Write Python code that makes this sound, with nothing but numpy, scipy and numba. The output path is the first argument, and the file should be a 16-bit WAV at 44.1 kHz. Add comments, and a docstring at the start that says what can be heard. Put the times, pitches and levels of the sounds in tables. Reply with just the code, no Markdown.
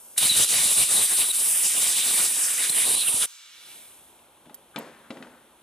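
"""A lever clicks and a blow gun opens on a small hollow metal part in a workshop: banded noise for hiss, splash,
bore rush and roar, short sung whistles, and gusts and low thumps on two microphone ports.
The valve shuts; gain control creeps back over the echo (decaying noise bands) and a small leak.
Then tools are laid on a bench: modes and grit struck as thud, clack and crack, with slides and steel chinks.
Steady workshop air lies under it all."""
import sys
import numpy as np
from scipy import signal
from scipy.fft import rfft, irfft
from scipy.io import wavfile
from scipy.ndimage import uniform_filter1d
from numba import njit

SR = 44100
rng = np.random.default_rng(int(sys.argv[2]) if len(sys.argv) > 2 else 0)


def waveform_to_disk(signal):
    """Save audio, clipped to [-1, 1], as 16-bit WAV at the path in sys.argv[1]."""
    frames = np.transpose(np.atleast_2d(signal))
    scaled = np.clip(frames, -1, 1) * 32767
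    samples = np.round(scaled).astype(np.int16)
    wavfile.write(sys.argv[1], SR, samples)


N = 247916
T = np.arange(N) / SR
F = np.maximum(np.fft.rfftfreq(N, 1 / SR), 1.)

JET_OVER_DB = 25  # boost on all jet levels, and the range of the gain control
# likeness of jet and leak noise at the two ports: freq_hz, likeness (0 to 1)
JET_LIKE = [(60, .5), (700, .5), (1400, .45), (2800, .93), (5500, .84), (8500, .88), (10500, .75),
            (13000, .55)]
# likeness of room sound at the two ports: freq_hz, likeness (0 to 1)
SHOP_LIKE = [(100, 0.9), (500, 0.98), (1400, 0.82), (3000, 0.63), (5500, 1), (8000, 0.24), (12000, 1)]
# phase by which left leads for room sound: freq_hz, lead_rad
SHOP_LEAD = [(100, 0.087), (1400, 0.29), (3000, 0.23), (5500, 1.53), (8000, 0.68), (10200, 2.4),
             (12000, 2.76)]
# balance of room sound: freq_hz, left_minus_right_db
SHOP_PAN = [(100, 0), (1400, 1.1), (3300, 3), (5500, -1.5), (8000, 2), (10200, -4), (12000, -2)]


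def undb(db):
    """Amplitude ratio of a level in dB."""
    return 10 ** (np.asarray(db) / 20)


def unit(x):
    """Scale to an rms of 1."""
    return x / np.sqrt(np.mean(x ** 2))


def over_hz(table, column=1):
    """A table column spread over all frequencies, straight on a log axis."""
    table = np.array(table)
    return np.interp(np.log(F), np.log(np.maximum(table[:, 0], 1.)), table[:, column])


def walk(rate_hz):
    """Random levels held 1 / rate_hz s and smoothed twice; spread near 1."""
    hold = int(SR / rate_hz)
    steps = np.repeat(rng.standard_normal(N // hold + 1), hold)
    return 0.82 * uniform_filter1d(uniform_filter1d(steps, hold), hold)[:N]


def bands(lo_hz, hi_hz, step_oct=0.4881):
    """Overlapping windows of equal power, step_oct apart, with their centres in octaves."""
    for octave in np.arange(np.log2(lo_hz) + step_oct / 2, np.log2(hi_hz), step_oct):
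        yield octave, np.cos(np.pi / 2 * np.clip((np.log2(F) - octave) / step_oct, -1, 1))


def ports(like, lead):
    """Spectra of white noise at two microphone ports: partly alike, the right one lagging in phase."""
    left, other = rfft(rng.standard_normal((2, N)))
    c = np.clip(over_hz(like), 0, 1)
    right = (c * left + np.sqrt(1 - c ** 2) * other) * np.exp(-1j * over_hz(lead))
    return np.array([left, right])


def air(noise, lo_hz, hi_hz, shared_db, own_db, rate_hz, tilt_db=0, narrow_db=0, pivot_hz=9000, step_oct=1 / 3):
    """Turbulent noise: bands flutter together and each flickers alone; tilt and narrowing turn about the pivot."""
    shared = shared_db * walk(rate_hz)
    total = 0
    for octave, window in bands(lo_hz, hi_hz, step_oct):
        above_oct = octave - np.log2(pivot_hz)
        colour_db = (tilt_db - narrow_db * above_oct) * above_oct
        flicker_db = shared + own_db * walk(rate_hz / 2)
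        total = total + irfft(noise * window, N) * undb(flicker_db + colour_db)
    return unit(total)


def jet():
    """Nozzle hiss, splash, bore rush and roar on the part, with gusts on the ports, all gated by the valve."""
    # band limits from hiss down to gusts: edge_hz
    edges_hz = (7500, 4725, 2362, 1181, 186)
    # spectrum of the blast: freq_hz, density_db_per_hz
    colour = [(20, -37), (40, -24.5), (243, -15.5), (1400, -14), (2600, -9), (3300, -8), (3950, -6.5),
              (4400, -13), (6200, -15), (8700, -1), (9500, 0), (10500, -3), (11600, -7.5), (14300, -19.5),
              (15500, -37)]
    # balance of the blast: freq_hz, left_minus_right_db
    balance = [(1400, 1), (2800, -.3), (5500, 0), (7200, 1.5), (8700, 0.5), (10200, -3), (11500, 0),
               (13000, 4)]
    # phase by which left leads: freq_hz, lead_rad
    lead = [(100, 0), (1400, .8), (2800, .05), (6000, .3), (9800, .3), (10500, .9), (11500, 2.5),
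            (12200, 2.5), (14000, .6)]
    # the gun turns: time_s, hiss left_minus_right_db, hiss tilt_db_per_oct, hiss narrowing_db_per_oct2,
    # bore rush tilt_db_per_oct
    aim = [(0.191, 0, 11.5, 5, 5), (0.65, 0.5, 11, 13, 4.5), (1.0, 0.5, 1.5, -4, 5),
           (1.3, 0.3, 6.5, -1, 0.5), (1.55, 0, 8, -3, -13), (1.77, -1.0, -0.5, -15, -0.5),
           (2.2, -1, -2, -19, -0.5), (2.57, -0.5, 3.5, -6, -12), (2.8, -1.2, 12, 22, -1.5),
           (3.05, -2, 18, 30, -5), (3.25, -1.5, 6.5, 20, -6.5)]
    hiss, splash, bore, roar, gust, thump = levels()
    s, *columns = np.transpose(aim)
    pan_db, tilt_db, narrow_db, bore_tilt_db = (np.interp(T, s, column) for column in columns)
    sides = np.array([[.5], [-.5]])
    noise = ports(JET_LIKE, lead) * undb(over_hz(colour) + over_hz(balance) * sides)
    top, upper, middle, lower, bottom = edges_hz

    hiss_air = air(noise, top, 18000, 1.26, 1.0, 60.07, tilt_db, narrow_db, step_oct=1 / 6)
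    sound = undb([pan_db / 2, -pan_db / 2]) * hiss * hiss_air
    sound += splash * air(noise, upper, top, 2.9, 0.86, 49.65)
    sound += bore * air(noise, middle, upper, 0.84, 3.26, 49.82, bore_tilt_db, pivot_hz=3460)
    sound += bore * bore_ring()
    sound += roar * air(noise, lower, middle, 2.1, 3.9, 49.65)

    gusts = gust * air(noise, bottom, lower, 3.3, 0.73, 70)
    gusts += thump * air(noise, bottom / 8, bottom, 1.0, 1.2, 29.9, step_oct=0.508)
    gusts += puffs()
    gate = valve()
    return gate * slips() * sound, gate * slips() * gusts * undb([[1.0], [-1.0]])


def levels():
    """Gain of each part of the blast: the slow hold, plus a share of every pass."""
    # how the part is held in the jet: time_s, hiss_db, splash_db, bore_rush_db
    hold = [(0.19, -25.5, -34.5, -34), (0.59, -25.5, -31, -31.5), (0.77, -24.5, -35, -35),
            (1.16, -24.0, -37.5, -36), (1.26, -24, -37.5, -34), (1.51, -23.0, -34.0, -39),
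            (1.76, -25.5, -32, -35.5), (1.99, -25.5, -32, -30), (2.33, -24.5, -34, -38.0),
            (2.53, -25.5, -33, -40.5), (2.69, -26, -36.5, -40), (2.71, -24.5, -38.5, -41),
            (3.01, -25.5, -38, -34), (3.11, -25.0, -39.5, -39.5), (3.25, -25.5, -39.5, -43.5)]
    # jet sweeps the part, air spills to the ports: start_s, end_s, full thump_swell_db, full extra_roar_db
    passes = [(0.21, 0.28, 24.5, 0), (0.3, 0.31, 9, -2), (0.35, 0.45, 28.5, 0.5), (0.492, 0.61, 21.5, -0.5),
              (0.608, 0.742, 19.5, -1.5), (0.768, 0.85, 27.5, 1), (0.905, 1.05, 22.5, 0.5),
              (1.101, 1.15, 16.5, 0.5), (1.174, 1.235, 20, 3.0), (1.28, 1.29, 9, -8.5),
              (1.37, 1.69, 6, -2.5), (1.645, 1.67, 7.5, 1.5), (1.767, 1.914, 14, -1),
              (1.948, 2.01, 12, -1.5), (2.04, 2.2, 12, -2), (2.188, 2.27, 18.5, 0),
              (2.352, 2.443, 7.5, -0.5), (2.478, 2.59, -1.0, 3.5), (2.59, 2.67, 5, 9),
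              (2.706, 2.72, 21, -3), (2.75, 2.87, 15.5, 3), (2.875, 2.973, 20, -0.5), (3.072, 3.1, 25, -1),
              (3.11, 3.19, 14, -2.5), (3.206, 3.25, 19.5, 8.5)]
    # spill per dB of thump on hiss, splash, bore, roar, gusts: share_db_per_db
    spill_share = (0.24, 0.22, 0.2, 0.19, 0.46)
    # splash and bore rise per dB of extra roar: share_db_per_db
    roar_share = (0.35, 0.79)
    sweep_s = 0.037  # ramp in and out of a pass
    thump_db, gust_db, roar_db = -71.5, -49.5, -44  # between passes
    roar_follows = 0.58  # dB of roar per dB of splash over its mean

    s, *columns = np.transpose(hold)
    hiss, splash, bore = (np.interp(T, s, db) for db in columns)
    start, end, *swells = np.transpose(passes)[:, :, None]
    on = np.clip(np.minimum(T - start, end - T) / sweep_s + .5, 0, 1)
    spill, hollow = (np.sum(on * db, axis=0) for db in swells)
    roar = roar_db + roar_follows * (splash - np.mean(columns[1])) + hollow
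    splash = splash + roar_share[0] * hollow
    bore = bore + roar_share[1] * hollow
    held = [hiss, splash, bore, roar, gust_db + 0 * T]
    gains = [undb(db + share * spill) for db, share in zip(held, spill_share)]
    return gains + [undb(thump_db + spill)]


def valve():
    """Gain of the valve: cracks, creeps, gives way; later shuts in a few ms and the nozzle sighs out."""
    crack_s, creep_db_per_s = .166, 1500
    give_s, give_db, give_tau_s = .1765, -30, .0035
    shut_s, shut_db_per_s, sigh_tau_s = 3.257, 4000, .03
    creep_db = give_db - creep_db_per_s * (give_s - T)
    give_way_db = give_db * np.exp(-np.maximum(0, T - give_s) / give_tau_s)
    opening = (T > crack_s) * undb(np.where(T < give_s, creep_db, give_way_db))
    sigh = .04 * np.exp(-np.maximum(0, T - shut_s) / sigh_tau_s)
    return opening * (sigh + .96 * undb(np.minimum(0, (shut_s - T) * shut_db_per_s)))


def slips():
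    """Gain jumps as the jet slips off or catches an edge, each fading back exponentially."""
    # time_s, jump_db, fade_tau_s
    jumps = [(0.451, -3.5, 0.064), (0.842, -3, 0.028), (1.318, -12, 0.012), (2.268, -3, 0.029),
             (2.706, -7.5, 0.012), (2.953, -7, 0.011), (2.696, 7, 0.0061)]
    total_db = 0
    for at, db, tau_s in jumps:
        total_db = total_db + db * np.exp(-np.maximum(0, T - at) / tau_s) * (T > at)
    return undb(total_db)


def puffs():
    """Stray air slaps the ports: short odd pressure pulses under a bell."""
    # time_s, level_db
    slaps = [(0.256, -31), (0.303, -38), (0.316, -31), (0.403, -25.5), (0.559, -38), (0.659, -35),
             (2.703, -36), (3.145, -30)]
    out = np.zeros(N)
    for at, db in slaps:
        u = (T - at) / 0.0014
        out += undb(db) * np.sin(1.6 * u) * np.exp(-u ** 2 / 2)
    return out


def bore_ring():
    """Narrow turbulent noise that follows the wavering pitch of the bore's air column."""
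    # time_s, centre_hz, level_over_bore_rush_db
    column_ring = [(0.201, 3700, -10), (.3, 3880, 0), (.4, 3500, -7), (0.549, 3697, -5), (.68, 3650, -8),
                   (.83, 3853, -6), (.98, 3735, -4), (1.05, 3900, -17), (1.22, 3650, -5), (1.5, 3500, -15),
                   (1.97, 3640, -11.5), (2.4, 3620, -15), (2.61, 3796, -4), (2.75, 3500, -6),
                   (2.9, 3750, -7), (3.0, 3990, -1), (3.1, 3810, -6), (3.25, 3710, -5)]
    width_hz = 650
    s, hz, db = np.transpose(column_ring)
    lowpass = signal.butter(2, width_hz / 2, fs=SR, output="sos")
    slow = signal.sosfilt(lowpass, rng.standard_normal((2, N)))
    phase = 2 * np.pi * np.cumsum(np.interp(T, s, hz) * (1 + .04 * walk(25))) / SR
    narrow = unit(slow[0] * np.cos(phase) + slow[1] * np.sin(phase))
    return narrow * undb(np.interp(T, s, db) + 3.3 * walk(40.16))


def whistles():
    """The jet crosses the bore, which sings for a moment, unsteady in pitch and strength."""
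    # start_s, length_s, start_hz, end_hz, level_db
    notes = [(.29, .04, 4000, 3800, -20.5), (.325, .035, 3850, 3900, -30), (.96, .03, 3850, 3800, -31),
             (1.297, .024, 4050, 3650, -27), (2.693, .009, 4050, 4050, -24), (2.72, .02, 4150, 4150, -35),
             (2.785, .012, 3700, 3700, -31), (2.89, .05, 3750, 3750, -35), (2.94, .055, 3850, 4100, -33),
             (3.012, .022, 3950, 3800, -31), (3.072, .02, 2900, 2600, -28), (3.076, .014, 3250, 2950, -30)]
    out, waver, breath = np.zeros(N), walk(300), undb(3.5 * walk(300))
    for s, length, start_hz, end_hz, db in notes:
        u = np.clip((T - s) / length, 0, 1)
        hz = (start_hz + (end_hz - start_hz) * u) * (1 + .018 * waver)
        swell = np.sqrt(2 * np.sin(np.pi * u))
        out += undb(db) * swell * np.sin(2 * np.pi * np.cumsum(hz) / SR)
    return out * breath


def ring(modes, t, ragged_s, tilt_db=0, ragged=0.52):
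    """A sharp push, then contact noise, on a set of modes; a harder blow favours the upper ones; peak 1."""
    chance = rng.standard_normal((len(modes), 2))
    y = 0
    for (hz, db, t60_s), (a, b) in zip(modes, chance):
        mode_gain = undb(db + tilt_db * np.log2(hz / modes[0][0]) + 2 * a)
        y = y + mode_gain * np.sin(2 * np.pi * hz * (1 + 0.037 * b) * t) * undb(-60 * t / t60_s)
    contact = rng.standard_normal(len(t)) * np.exp(-t / ragged_s) / np.sqrt(ragged_s * SR / 2)
    push = ragged * contact + (t == 0)
    y = signal.fftconvolve(y, push)[:len(t)]
    return y / np.abs(y).max()


def grit(t, lo_hz, hi_hz):
    """Band of contact noise at rms 1."""
    bandpass = signal.butter(2, [lo_hz, hi_hz], "bandpass", fs=SR, output="sos")
    return unit(signal.sosfilt(bandpass, rng.standard_normal(len(t))))


def knock(t, thud_db, clack_db, crack_db, thud_tilt_db, clack_tilt_db):
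    """A tool meets the bench: thud of the top, clack of the tool, crack and rattle of loose parts."""
    # bench top modes: freq_hz, level_db, t60_s
    top_modes = [(180, -12, .06), (245, 0, .12), (285, -3, .1), (335, -5, .1), (400, -8, .07),
                 (500, -7, .09), (570, -8, .09), (655, -8, .09)]
    # tool body modes: freq_hz, level_db, t60_s
    tool_modes = [(883, 0, .05), (1000, -2, .03), (1300, -2, .03), (1500, -3, .025), (1750, -4, .02),
                  (1950, -5, .02), (2400, -7, .015)]
    crack = grit(t, 2200, 4000) * .4 * undb(-60 * t / .05)
    crack += grit(t, 3500, 9000) * .2 * undb(-60 * t / .015)
    crack += grit(t, 1800, 4200) * .035 * undb(-60 * t / .8)
    crack += grit(t, 4500, 9000) * .03 * undb(-60 * t / .6)
    clack = ring(tool_modes, t, 0.0024, clack_tilt_db)
    clack += grit(t, 1050, 2300) * 0.18 * undb(-60 * t / 0.059)
    clack += grit(t, 710, 1930) * 0.036 * undb(-60 * t / 1.2)
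    thud = ring(top_modes, t, 0.0034, thud_tilt_db)
    thud += grit(t, 180, 700) * 0.12 * undb(-60 * t / 0.45)
    onset = 1 - np.exp(-t * 3000)
    return onset * (undb(thud_db) * thud + undb(clack_db) * clack + undb(crack_db) * crack)


def chink(t, db, tick_db):
    """A small steel part rings high from ragged contact, with a tick of grit."""
    # freq_hz, level_db, t60_s
    steel_modes = [(11850, 0, .03), (12250, -3, .02), (11400, -6, .015), (10700, -12, .012)]
    tick = grit(t, 3200, 9300) * undb(tick_db - 60 * t / 0.036)
    return undb(db) * ring(steel_modes, t, 0.0028, ragged=3.4) + tick


def bench():
    """Lever click, then tools laid down, steel chinks and slides, set in stereo as room sound."""
    # tools laid down: time_s, thud_db, clack_db, crack_db, thud hardness_db_per_oct, clack hardness_db_per_oct
    knocks = [(4.19, -70, -70, -48, 4, 2), (4.457, -48, -47, -53, 1, 0), (4.464, -43, -56, -54, 6, -3),
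              (4.472, -41.5, -62, -58, -9, 0), (4.4957, -52, -39, -49, -2, -17),
              (4.508, -42, -60, -58, -2, 0), (4.76, -22.5, -18.5, -24, 9, 1),
              (4.767, -26, -30, -39.5, 8, -9), (4.78, -26, -30, -36, 4, -8), (4.797, -32, -42, -48, 5, -13),
              (4.867, -38, -53, -57, 1, 0), (5.105, -23.5, -31, -31, -3.5, 5), (5.124, -38, -44, -54, 1, 0),
              (5.17, -35, -34, -42, -8, 0), (5.206, -34.5, -45, -58, 0, -3), (5.225, -37, -28, -37, 2, 4),
              (5.248, -38, -44, -61, 0, 3), (5.27, -43, -39, -52, 5, 2), (5.338, -47, -60, -62, -9, 0)]
    # small steel part: time_s, ring_peak_db, tick_db
    chinks = [(4.544, -29, -48), (4.787, -27, -62)]
    # tools slide: start_s, length_s, level_db
    scrapes = [(4.739, 0.019, -49.5), (4.95, .05, -62), (5.03, 0.06, -56), (5.185, .03, -58),
               (5.232, 0.025, -51), (5.29, .16, -61)]
    # lever click: time_s, level_db
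    trigger = (.1648, -33)
    out, t = np.zeros(N + SR), np.arange(SR // 2) / SR
    for s, *blow in knocks:
        out[int(s * SR):][:len(t)] += knock(t, *blow)
    for s, db, tick_db in chinks:
        out[int(s * SR):][:len(t)] += chink(t, db, tick_db)
    for s, length, db in scrapes:
        swell = np.sin(np.pi * np.clip(t / length, 0, 1))
        out[int(s * SR):][:len(t)] += undb(db) * grit(t, 1200, 1620) * swell
    click = np.sin(2 * np.pi * 2000 * t) * np.exp(-t / .0005)
    out[int(trigger[0] * SR):][:len(t)] += undb(trigger[1]) * click
    mono = rfft(out[:N]) / np.sqrt(1 + (150 / F) ** 7)  # rolled off below 150 Hz, which keeps the knocks lean
    pan = undb(2.7 * over_hz(SHOP_PAN) / 2)  # 2.7 times the room's balance
    return irfft(np.array([mono * pan, mono / pan * np.exp(-1j * over_hz(SHOP_LEAD))]), N)


def echo(x):
    """Diffuse workshop tail; each noise band dies at its own rate."""
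    # freq_hz, t60_s, level_db
    decay = [(200, 1.3, -13), (690, 0.57, -11), (1500, 1.1, -22), (2200, 1.3, -19), (3300, 1.15, -24),
             (3900, 1.15, -20), (4600, 1.0, -18), (6000, 0.8, -16.5), (7500, 0.7, -20), (8600, .55, -25.5),
             (9500, 0.45, -31), (10700, .45, -23), (11800, 0.47, -14), (13000, 0.45, -8)]
    pan_db = -1  # left minus right
    noise, tail = ports(SHOP_LIKE, SHOP_LEAD), 0
    t60_s, level = over_hz(decay), undb(over_hz(decay, column=2))
    for _, window in bands(100, 16000, step_oct=.3):
        centre = np.argmax(window)
        fade = undb(-60 * T / t60_s[centre]) * (1 - np.exp(-T / 0.0026))
        tail = tail + irfft(noise * window * level, N) * fade / np.sqrt(np.sum(fade ** 2))
    wet = signal.fftconvolve(x[None], tail[:, :2 * SR], axes=1)[:, :N]
    return wet * undb([[pan_db / 2], [-pan_db / 2]])


def leak():
    """Steady coloured hiss of a small leak at the gun, fading as the gun is carried off."""
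    # time_s, level_db
    course = [(0, -47.5), (3.4, -45), (3.6, -47.5), (3.75, -46), (3.9, -50), (4.1, -56.5), (4.3, -64),
              (5.62, -65)]
    # freq_hz, density_db_per_hz
    colour = [(1500, -41), (3400, -26), (5500, -9.5), (7500, -5.5), (9500, 4), (12500, 1.5), (13600, -5),
              (14600, -21)]
    hiss = unit(irfft(ports(JET_LIKE, SHOP_LEAD) * undb(over_hz(colour)), N))
    return undb(np.interp(T, *np.transpose(course))) * hiss


def shop():
    """Workshop air: broad noise whose bands drift slowly and slightly."""
    # freq_hz, density_db_per_hz
    colour = [(25, -23), (60, -7.5), (120, -9.5), (250, -4.5), (900, -3), (1300, -8), (2000, -15.5),
              (3300, -9.5), (5000, -23.5), (7500, -21.5), (10000, -13), (12800, -11), (13600, -74)]
    level_db = -57.5
    noise, pan = ports(SHOP_LIKE, SHOP_LEAD), undb(over_hz(SHOP_PAN) / 2)
    coloured = noise * undb(over_hz(colour)) * np.array([pan, 1 / pan])
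    return undb(level_db) * air(coloured, 18.5, 16000, 0.91, 0.44, 5.23, step_oct=0.7)


def scene():
    """Sum of the jet, tools, their echo, the leak and the workshop air."""
    blast, gusts = (undb(JET_OVER_DB) * x for x in jet())
    whistle = undb(JET_OVER_DB) * whistles()
    sources = blast + bench()
    # only the upper part of the low rush is sound in the room; the rest is wind on the ports
    rush = irfft(rfft(gusts) * np.minimum(1, (F / 1300) ** 2.8), N)
    whistle_echo_db = -10  # whistles are sent only faintly to the echo
    echo_send = (sources + rush).mean(axis=0) + undb(whistle_echo_db) * whistle
    return sources + gusts + whistle + echo(echo_send) + leak() + shop()


@njit
def cut(over_db, attack, release_db):
    """Gain cut in dB that follows a rise fast and comes back by at most release_db per sample."""
    out, c = np.empty(len(over_db)), 0.
    for i in range(len(over_db)):
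        if over_db[i] > c:
            c = c + attack * (over_db[i] - c)
        else:
            c = max(over_db[i], c - release_db)
        out[i] = c
    return out


def record(dry):
    """Gain control with a limited range, rounded peaks, then the top cut."""
    threshold_db, release_db_per_s, top_hz = -29, 58, 15300
    power = signal.lfilter([.004], [1, -.996], np.mean(dry ** 2, axis=0))
    # 2 dB of cut asked per dB over the threshold
    over_db = np.clip(2 * (10 * np.log10(power + 1e-12) - threshold_db), 0, JET_OVER_DB)
    wet = dry * undb(-cut(over_db, 0.0032, release_db_per_s / SR))
    wet = np.tanh(2.2 * wet) / 2.2
    return signal.sosfilt(signal.ellip(10, .2, 80, top_hz, fs=SR, output="sos"), wet)


dry = scene()
out = record(dry)
waveform_to_disk(out)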